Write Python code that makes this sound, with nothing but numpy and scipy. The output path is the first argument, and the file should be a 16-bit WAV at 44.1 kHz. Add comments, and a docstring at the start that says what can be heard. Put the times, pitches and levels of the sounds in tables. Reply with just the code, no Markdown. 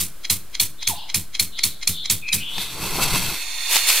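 """A sharp click and a swishing, fluttering wing stroke sound close by: a pheasant is displaying.
Nine more beats follow, each led by a soft tick. Short bursts ringing its throat make the ticks and
clicks; feathers and puffs of air make the strokes. Then it rears up with shivering wings, hisses
and scuffs through dry leaves, while quills and twigs snap. Small birds call far off among the
trees, over quiet foliage and a low rumble of moving air."""
import sys
import numpy as np
from scipy import signal
from scipy.fft import rfft, irfft
from scipy.io import wavfile

SR = 44100
rng = np.random.default_rng(int(sys.argv[2]) if len(sys.argv) > 2 else 0)


def waveform_to_disk(signal):
    """Save audio, clipped to [-1, 1], as 16-bit WAV at the path in sys.argv[1]."""
    frames = np.transpose(np.atleast_2d(signal))
    scaled = np.clip(frames, -1, 1) * 32767
    samples = np.round(scaled).astype(np.int16)
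    wavfile.write(sys.argv[1], SR, samples)


N = 176400
T = np.arange(N) / SR
FREQS = np.arange(N // 2 + 1) * SR / N + 1e-3

# The ten beats of the display (time [s], click level [dB], click rise [s], click fall [s],
# throat tuning [ratio], swish level [dB], flutter level [dB])
BEATS = [(.003, -9.5, 0.0049, 0.0076, 1.36, -2, -0.5), (0.3017, -0.5, 0.0025, 0.0036, 0.97, 0.5, 2.5),
         (.6003, 1, 0.0018, 0.0044, 0.99, 0.5, -0.5), (0.8764, -0.5, 0.004, 0.0032, 0.98, -2.5, -2.5),
         (1.1459, 0, 0.0018, 0.0067, 0.99, -2.5, -0.5), (1.3979, -0.5, 0.0022, 0.0064, 0.99, -3, -1),
         (1.639, -0.5, 0.0039, 0.0051, 1.017, -2.5, -2), (1.877, 2, 0.0027, 0.0026, 0.991, -2.5, 1.5),
         (2.1015, -0.5, 0.0028, 0.0044, 1.03, 0, 1), (2.3313, -4.5, 0.0053, 0.0068, 0.92, -2.5, 2.5)]
# Stereo width of close and of spread-out sounds (frequency [Hz], side compared with middle [dB])
NARROW = [(100, -67.5), (2200, -65), (4200, -14.5), (5600, -2.5), (7400, -2), (8400, -19), (11500, -12),
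          (13500, -2.5)]
WIDE = [(100, -10.5), (1000, -16.5), (3000, -13.5), (6000, 0.5), (10000, -15.5), (14000, 0)]
BIRD_PAN_DB, LEAF_PAN_DB = -2, -0.9  # left minus right


def clicks():
    """Short rough bursts ring the throat: a dull tick within a faint scrape, then the sharp click."""
    # Soft ticks ahead of the clicks (time [s], level [dB])
    ticks = [(0.2537, -2), (0.554, -1), (.831, -1.5), (1.1015, -3.5), (1.355, 0.5), (1.594, 0), (1.833, -2),
             (2.061, -1), (2.291, -3)]
    burst = stereo(grains(16000, 1.0), NARROW, BIRD_PAN_DB)
    sharp = sum(undb(db) * shade(burst * swell(at, rise, fall), throat(tuning))
                for at, db, rise, fall, tuning, _, _ in BEATS)
    tick_level = sum(undb(db) * (swell(at, 0.0055, 0.0019) + undb(-9) * swell(at, 0.018, 0.018))
                     for at, db in ticks)
    tick_bursts = stereo(grains(5000, 1.2), NARROW, BIRD_PAN_DB) * tick_level
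    dull = shade(tick_bursts, throat(0.95) * lowpass(6750, 4))
    direct = undb(-10.5) * sharp + undb(-23.5) * dull
    return direct + undb(-13) * tree_echo(direct.mean(0), fade_s=0.31)


def throat(tuning):
    """Gain per frequency of the throat, which rings at a few pitches, all multiplied by tuning."""
    # Pitches at which the throat rings (frequency [Hz], width [Hz], level [dB])
    resonances = [(1010, 680, -23.5), (2312, 430, -3.5), (3440, 230, -1), (4277, 330, 2.5), (5330, 300, -2),
                  (6470, 600, -3), (7540, 230, -1.5), (9940, 390, -1.5), (11900, 1000, -13.5)]
    f = FREQS / tuning
    return sum(undb(db) / (1 + ((f / hz - hz / f) * hz / width) ** 2) for hz, width, db in resonances)


def wing_strokes():
    """With every click the wings sweep down: a crackly swish, and a low flutter that slows."""
    # Tone of the swishing feathers (frequency [Hz], level [dB])
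    swish_tone = [(240, -58), (400, -17.5), (586, -26.5), (683, -21.5), (942, -16.5), (1100, -14.5),
                  (1560, -18.5), (2430, -7), (2880, -9.5), (3300, -6), (4220, -5), (4700, -7.5), (7100, -4),
                  (9950, -2), (12700, -5), (14600, -2), (15500, -9)]
    flutter_hz, slowing_hz_per_s = 100.15, 260
    # The second swell keeps the swish from starting ahead of its click.
    swish = sum(undb(db) * swell(at + 0.008, 0.0091, 0.028, hold=0.0077) * swell(at, rise, 0.028, hold=1)
                for at, _, rise, *_, db, _ in BEATS)
    crackle = stereo(grains(14000, 1.5), NARROW, BIRD_PAN_DB)
    feathers = shade(crackle * swish * undb(1.3 * wander(150)), colour(swish_tone))
    starts = np.array(BEATS)[:, 0]
    since_beat = T - starts[np.maximum(np.searchsorted(starts, T) - 1, 0)]
    puff_hz = np.maximum(flutter_hz - slowing_hz_per_s * since_beat, flutter_hz / 2)
    push = sum(undb(db) * swell(at + 0.021, 0.017, 0.039) for at, *_, db in BEATS)
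    air = undb(-31.5) * push * flutter(puff_hz, noise_share=0.7)
    return undb(-17) * feathers + air + undb(-11) * tree_echo(air.mean(0), fade_s=0.39)


def flutter(hz, noise_share):
    """Bending flight feathers let out uneven puffs of air, about hz times a second."""
    # Tone of the air pushed by the wings (frequency [Hz], level [dB])
    air_tone = [(25, 5), (60, -5.5), (90, 0), (125, 4), (175, 2.5), (250, -9), (350, -12.5), (500, -18.5),
                (800, -54), (2000, -60)]
    uneven_hz = hz * np.exp(0.0691 * wander(60))
    cycle = np.floor(np.cumsum(uneven_hz) / SR)
    puffs = np.diff(cycle, prepend=0) * undb(2 * wander(70))
    air = unit(puffs - puffs.mean()) + noise_share * stereo(white(), NARROW)
    return unit(shade(air, colour(air_tone)))


def rearing():
    """The wings shiver as the bird rises: feathers rustle, air rushes and buffets the microphone."""
    # Loudness as the bird rises (time [s], rustle [dB], rush [dB], shiver [dB])
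    movement = [(2.4, -37.5, -58, -56), (2.462, -48, -56, -72), (2.59, -33.5, -42, -36.5),
                (2.62, -28, -41, -43), (2.674, -36.5, -48.5, -44.5), (2.786, -36, -38, -39),
                (2.84, -27.5, -34.5, -29.5), (2.89, -30.5, -35, -40), (2.978, -27.5, -33.5, -31.5),
                (2.996, -27, -22, -36), (3.026, -19, -29.5, -25.5), (3.064, -26.5, -31, -34.5),
                (3.134, -24.5, -32, -26), (3.158, -19, -23, -29.5), (3.174, -23.5, -35, -30),
                (3.34, -29.5, -38, -37.5), (3.404, -34.5, -51, -93), (3.42, -33.5, -62, -69)]
    # Tones of the rustling feathers and the rushing air (frequency [Hz], level [dB])
    rustle_tone = [(880, -32), (1500, -1), (1820, -7.5), (2590, 2), (3000, -5), (4230, -2.5), (4940, -5),
                   (6370, -6.5), (7600, -6), (8210, -8), (13100, -8.5), (15100, -10.5), (15500, -27)]
    rush_tone = [(150, -11.5), (300, 5.5), (600, -4), (950, 3.5), (1400, -2.5), (2200, -33), (5000, -23.5)]
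    times, *levels = np.array(movement).T
    fade = swell(times[0], 0.06, 0.023, hold=times[-1] - times[0])
    rustle, rush, shiver = (fade * undb(np.interp(T, times, db)) for db in levels)
    crackle = stereo(grains(9000, 1.1), NARROW, pan_db=-1.5) * rustle * undb(0.71 * wander(82))
    feathers = shade(crackle, colour(rustle_tone) * highpass(1300, 4))
    air = shade(stereo(white(), NARROW) * rush, colour(rush_tone) * highpass(120, 2))
    buffet = undb(2) * shade(stereo(white(), WIDE), lowpass(27, 4))
    feathers = undb(1.5) * rock_echo(feathers)
    puffs = undb(-1) * flutter(hz=79.4, noise_share=1.0)
    return feathers + air + shiver * (puffs + buffet)


def hiss():
    """A long hiss with a steady tone grows while the bird stands tall."""
    # Loudness of the hiss (time [s], level [dB])
    loudness = [(2.5, -69.5), (2.75, -40), (3.0, -54), (3.25, -46), (3.42, -30.5), (3.6, -29.5), (3.7, -24),
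                (3.82, -23), (4, -23.5)]
    # Tone of the hiss (frequency [Hz], level [dB])
    hiss_tone = [(350, -31.5), (600, -21.5), (678, -19.5), (902, -10), (1220, -17), (1390, -15),
                 (1510, -15), (1830, -6.5), (2250, -8), (2470, 1.5), (2570, 1), (3030, -12), (3610, 2.5),
                 (3920, -6.5), (4310, -3.5), (4750, -10.5), (5080, -12.5), (5660, -10), (6150, -5.5),
                 (7640, -11), (8180, -18), (9500, -9.5), (11000, -20.5), (14300, -18), (15500, -25)]
    times, db = np.array(loudness).T
    fade_in = np.clip((T - times[0]) / 0.079, 0, 1)
    level = undb(np.interp(T, times, db) + 0.5 * wander(25.17)) * fade_in
    return level * rock_echo(shade(stereo(white(), WIDE, pan_db=-7), colour(hiss_tone)))


def scuffs():
    """Feet and tail drag through dry leaves in crackling bursts."""
    # Drags through the leaves (time [s], level [dB], rise [s], fall [s])
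    drags = [(3.732, -17, 0.034, 0.074), (3.764, -22.5, 0.02, 0.012), (3.9, -13.5, 0.027, 0.043),
             (3.976, -23, 0.032, 0.091)]
    # Tone of dry leaves (frequency [Hz], level [dB])
    leaf_tone = [(240, -33), (400, -14), (738, -15.5), (1030, -9), (1150, -12), (1490, -8.5), (1660, -9.5),
                 (2430, -1), (3010, -3.5), (4290, -3.5), (5390, -4.5), (9650, -5.5), (14100, -6),
                 (15500, -10)]
    level = sum(undb(db) * swell(at, rise, fall) for at, db, rise, fall in drags)
    return shade(stereo(grains(9000, 1.4), WIDE, LEAF_PAN_DB) * level, colour(leaf_tone))


def snaps():
    """Quills flick and dry twigs crack as the bird moves."""
    # Single snaps (time [s], level [dB])
    cracks = [(2.582, -21.5), (2.616, -25.5), (2.957, -21), (3.028, -22), (3.1, -31), (3.156, -19),
              (3.76, -9.5), (3.7666, -9.5), (3.901, -13)]
    # Tone of a snap (frequency [Hz], level [dB])
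    snap_tone = [(200, -10.5), (600, -6.5), (1000, 2.5), (1600, -2.5), (2500, 3.5), (6000, -1.5),
                 (10000, -17), (15500, -17)]
    level = sum(undb(db) * swell(at, 0.001, 0.002) for at, db in cracks)
    return shade(stereo(grains(12000, 3.6), NARROW, LEAF_PAN_DB) * level, colour(snap_tone))


def far_birds():
    """Small birds call far off: a fast pitch wobble makes them hoarse, and the forest blurs them."""
    # Calls (time [s], length [s], start pitch [Hz], end pitch [Hz], wobble [share of pitch],
    # level [dB], direct sound compared with echo [dB])
    calls = [(0.776, 0.11, 3800, 3700, 0.059, -30.5, -17), (0.891, 0.053, 1031, 678, 0.0652, -31.5, 1.5),
             (0.946, 0.072, 3600, 3714, 0.15, -32.5, -6), (1.514, 0.13, 3750, 3750, 0.084, -29.5, -12),
             (1.894, .16, 3610, 3667, 0.067, -29, -4), (2.22, 0.097, 2473, 2464, 0.036, -24, -9),
             (2.399, 0.092, 2940, 3190, 0.11, -24.5, -5), (2.517, 0.108, 3716, 3793, 0.074, -25.5, -8)]
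    direct, scattered = 0, 0
    wobble = wander(421.5)
    for at, length, start_hz, end_hz, share, db, direct_db in calls:
        progress = np.clip((T - at) / length, 0, 1)
        hz = (start_hz + (end_hz - start_hz) * progress) * (1 + share * wobble)
        level = undb(db) * np.sqrt(abs(np.sin(np.pi * progress)))
        call = level * np.sin(2 * np.pi * np.cumsum(hz) / SR)
        direct += undb(direct_db) * call
        scattered += call
    return direct + tree_echo(scattered, fade_s=0.64)


def forest():
    """Foliage rustles quietly over a low rumble of moving air."""
    # Tone of the foliage (frequency [Hz], level [dB])
    foliage_tone = [(180, -9), (300, 1.5), (411, -4), (708, -5.5), (794, -8), (1490, -3.5), (1750, -8),
                    (4960, -10), (11500, -9.5), (15500, -10)]
    foliage = undb(-48.5 + wander(2.65)) * shade(stereo(white(), WIDE), colour(foliage_tone))
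    rumble = undb(-47.5) * shade(stereo(white(), WIDE), lowpass(34.7, 2))
    return foliage + rumble


def tree_echo(x, fade_s):
    """Trunks and ground scatter the sound into an echo that drops 60 dB in fade_s seconds."""
    decay = undb(np.maximum(-60 * T / fade_s, -200))
    tail = (stereo(white(), WIDE) * decay)[:, :SR]
    tail /= np.sqrt(np.sum(tail ** 2) / 2)
    return signal.fftconvolve(np.atleast_2d(x), tail, axes=1)[:, :N]


def rock_echo(x):
    """Quick echoes from the ground and boulders mix with the sound and change its tone."""
    fade_s, echo_gain = 0.045, undb(-4)
    age = T[T < 0.1]
    tail = rng.standard_normal(len(age)) * undb(-60 * age / fade_s)
    echoes = signal.fftconvolve(x, tail[None] / np.linalg.norm(tail), axes=1)[:, :N]
    return (x + echo_gain * echoes) / np.hypot(1, echo_gain)


def undb(db):
    """Turn decibels into a gain to multiply by."""
    return np.exp(np.asarray(db) * np.log(10) / 20)


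def unit(x):
    """Scale a signal to an average power of 1."""
    return x / np.sqrt(np.mean(x ** 2))


def colour(points):
    """Join (frequency [Hz], level [dB]) points into a gain at every frequency."""
    hz, db = np.array(points, float).T
    return undb(np.interp(np.log(FREQS), np.log(hz), db))


def lowpass(hz, steepness):
    """Gains that turn down frequencies above hz."""
    return 1 / (1 + (FREQS / hz) ** steepness)


def highpass(hz, steepness):
    """Gains that turn down frequencies below hz."""
    return 1 / (1 + (hz / FREQS) ** steepness)


def shade(x, gain):
    """Filter by a gain per frequency, scaled so that white noise keeps its power."""
    return irfft(rfft(x) * gain / np.sqrt(np.mean(abs(gain) ** 2)), N)


def stereo(pair, width, pan_db=0):
    """Mix two unrelated signals into left and right, which sound alike where the width is small."""
    spread = colour(width)
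    middle, side = rfft(pair) / np.sqrt(1 + spread ** 2)
    left_right = irfft(np.array([middle + spread * side, middle - spread * side]), N)
    return left_right * undb(np.array([[pan_db], [-pan_db]]) / 2)


def white():
    """Two unrelated white noises."""
    return rng.standard_normal((2, N))


def grains(rate, spread_db):
    """A crackle of tiny snaps of unequal size, about rate of them a second."""
    hits = rng.random(N) < rate / SR
    return unit(white() * hits * undb(spread_db * np.minimum(rng.exponential(size=N), 2 * np.pi)))


def wander(rate):
    """A random drift of roughly plus or minus 1, heading for a new value rate times a second."""
    return np.interp(T * rate, np.arange(8192), rng.standard_normal(8192)) * np.sqrt(3 / 2)


def swell(at, rise, fall, hold=0):
    """A level that rises in a bell curve to 1 at time at, holds, then dies away (all in seconds)."""
    before = (np.minimum(T - at, 0) / rise) ** 2
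    after = np.maximum(T - at - hold, 0) / fall
    return np.exp(-np.minimum(before + after, 50))


def scene():
    """The pheasant's display in its forest."""
    return clicks() + wing_strokes() + rearing() + hiss() + scuffs() + snaps() + far_birds() + forest()


def record(dry):
    """Two slightly unlike microphones; the recorder sits off zero, clips and cuts the highest treble."""
    # How the microphones differ (frequency [Hz], right minus left [dB])
    mic_balance = [(200, -1), (4000, -1.64), (5300, 1), (6600, -1.5), (11800, -1.5), (13200, 3.5),
                   (15500, 2)]
    offset, top_hz = -0.0287, 15700
    tilt = np.sqrt(colour(mic_balance))
    heard = irfft(rfft(dry) * np.array([1 / tilt, tilt]), N)
    treble_cut = signal.ellip(10, 0.2, 80, top_hz, fs=SR, output="sos")
    return signal.sosfilt(treble_cut, np.clip(heard + offset, -1, 1))


dry = scene()
out = record(dry)
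waveform_to_disk(out)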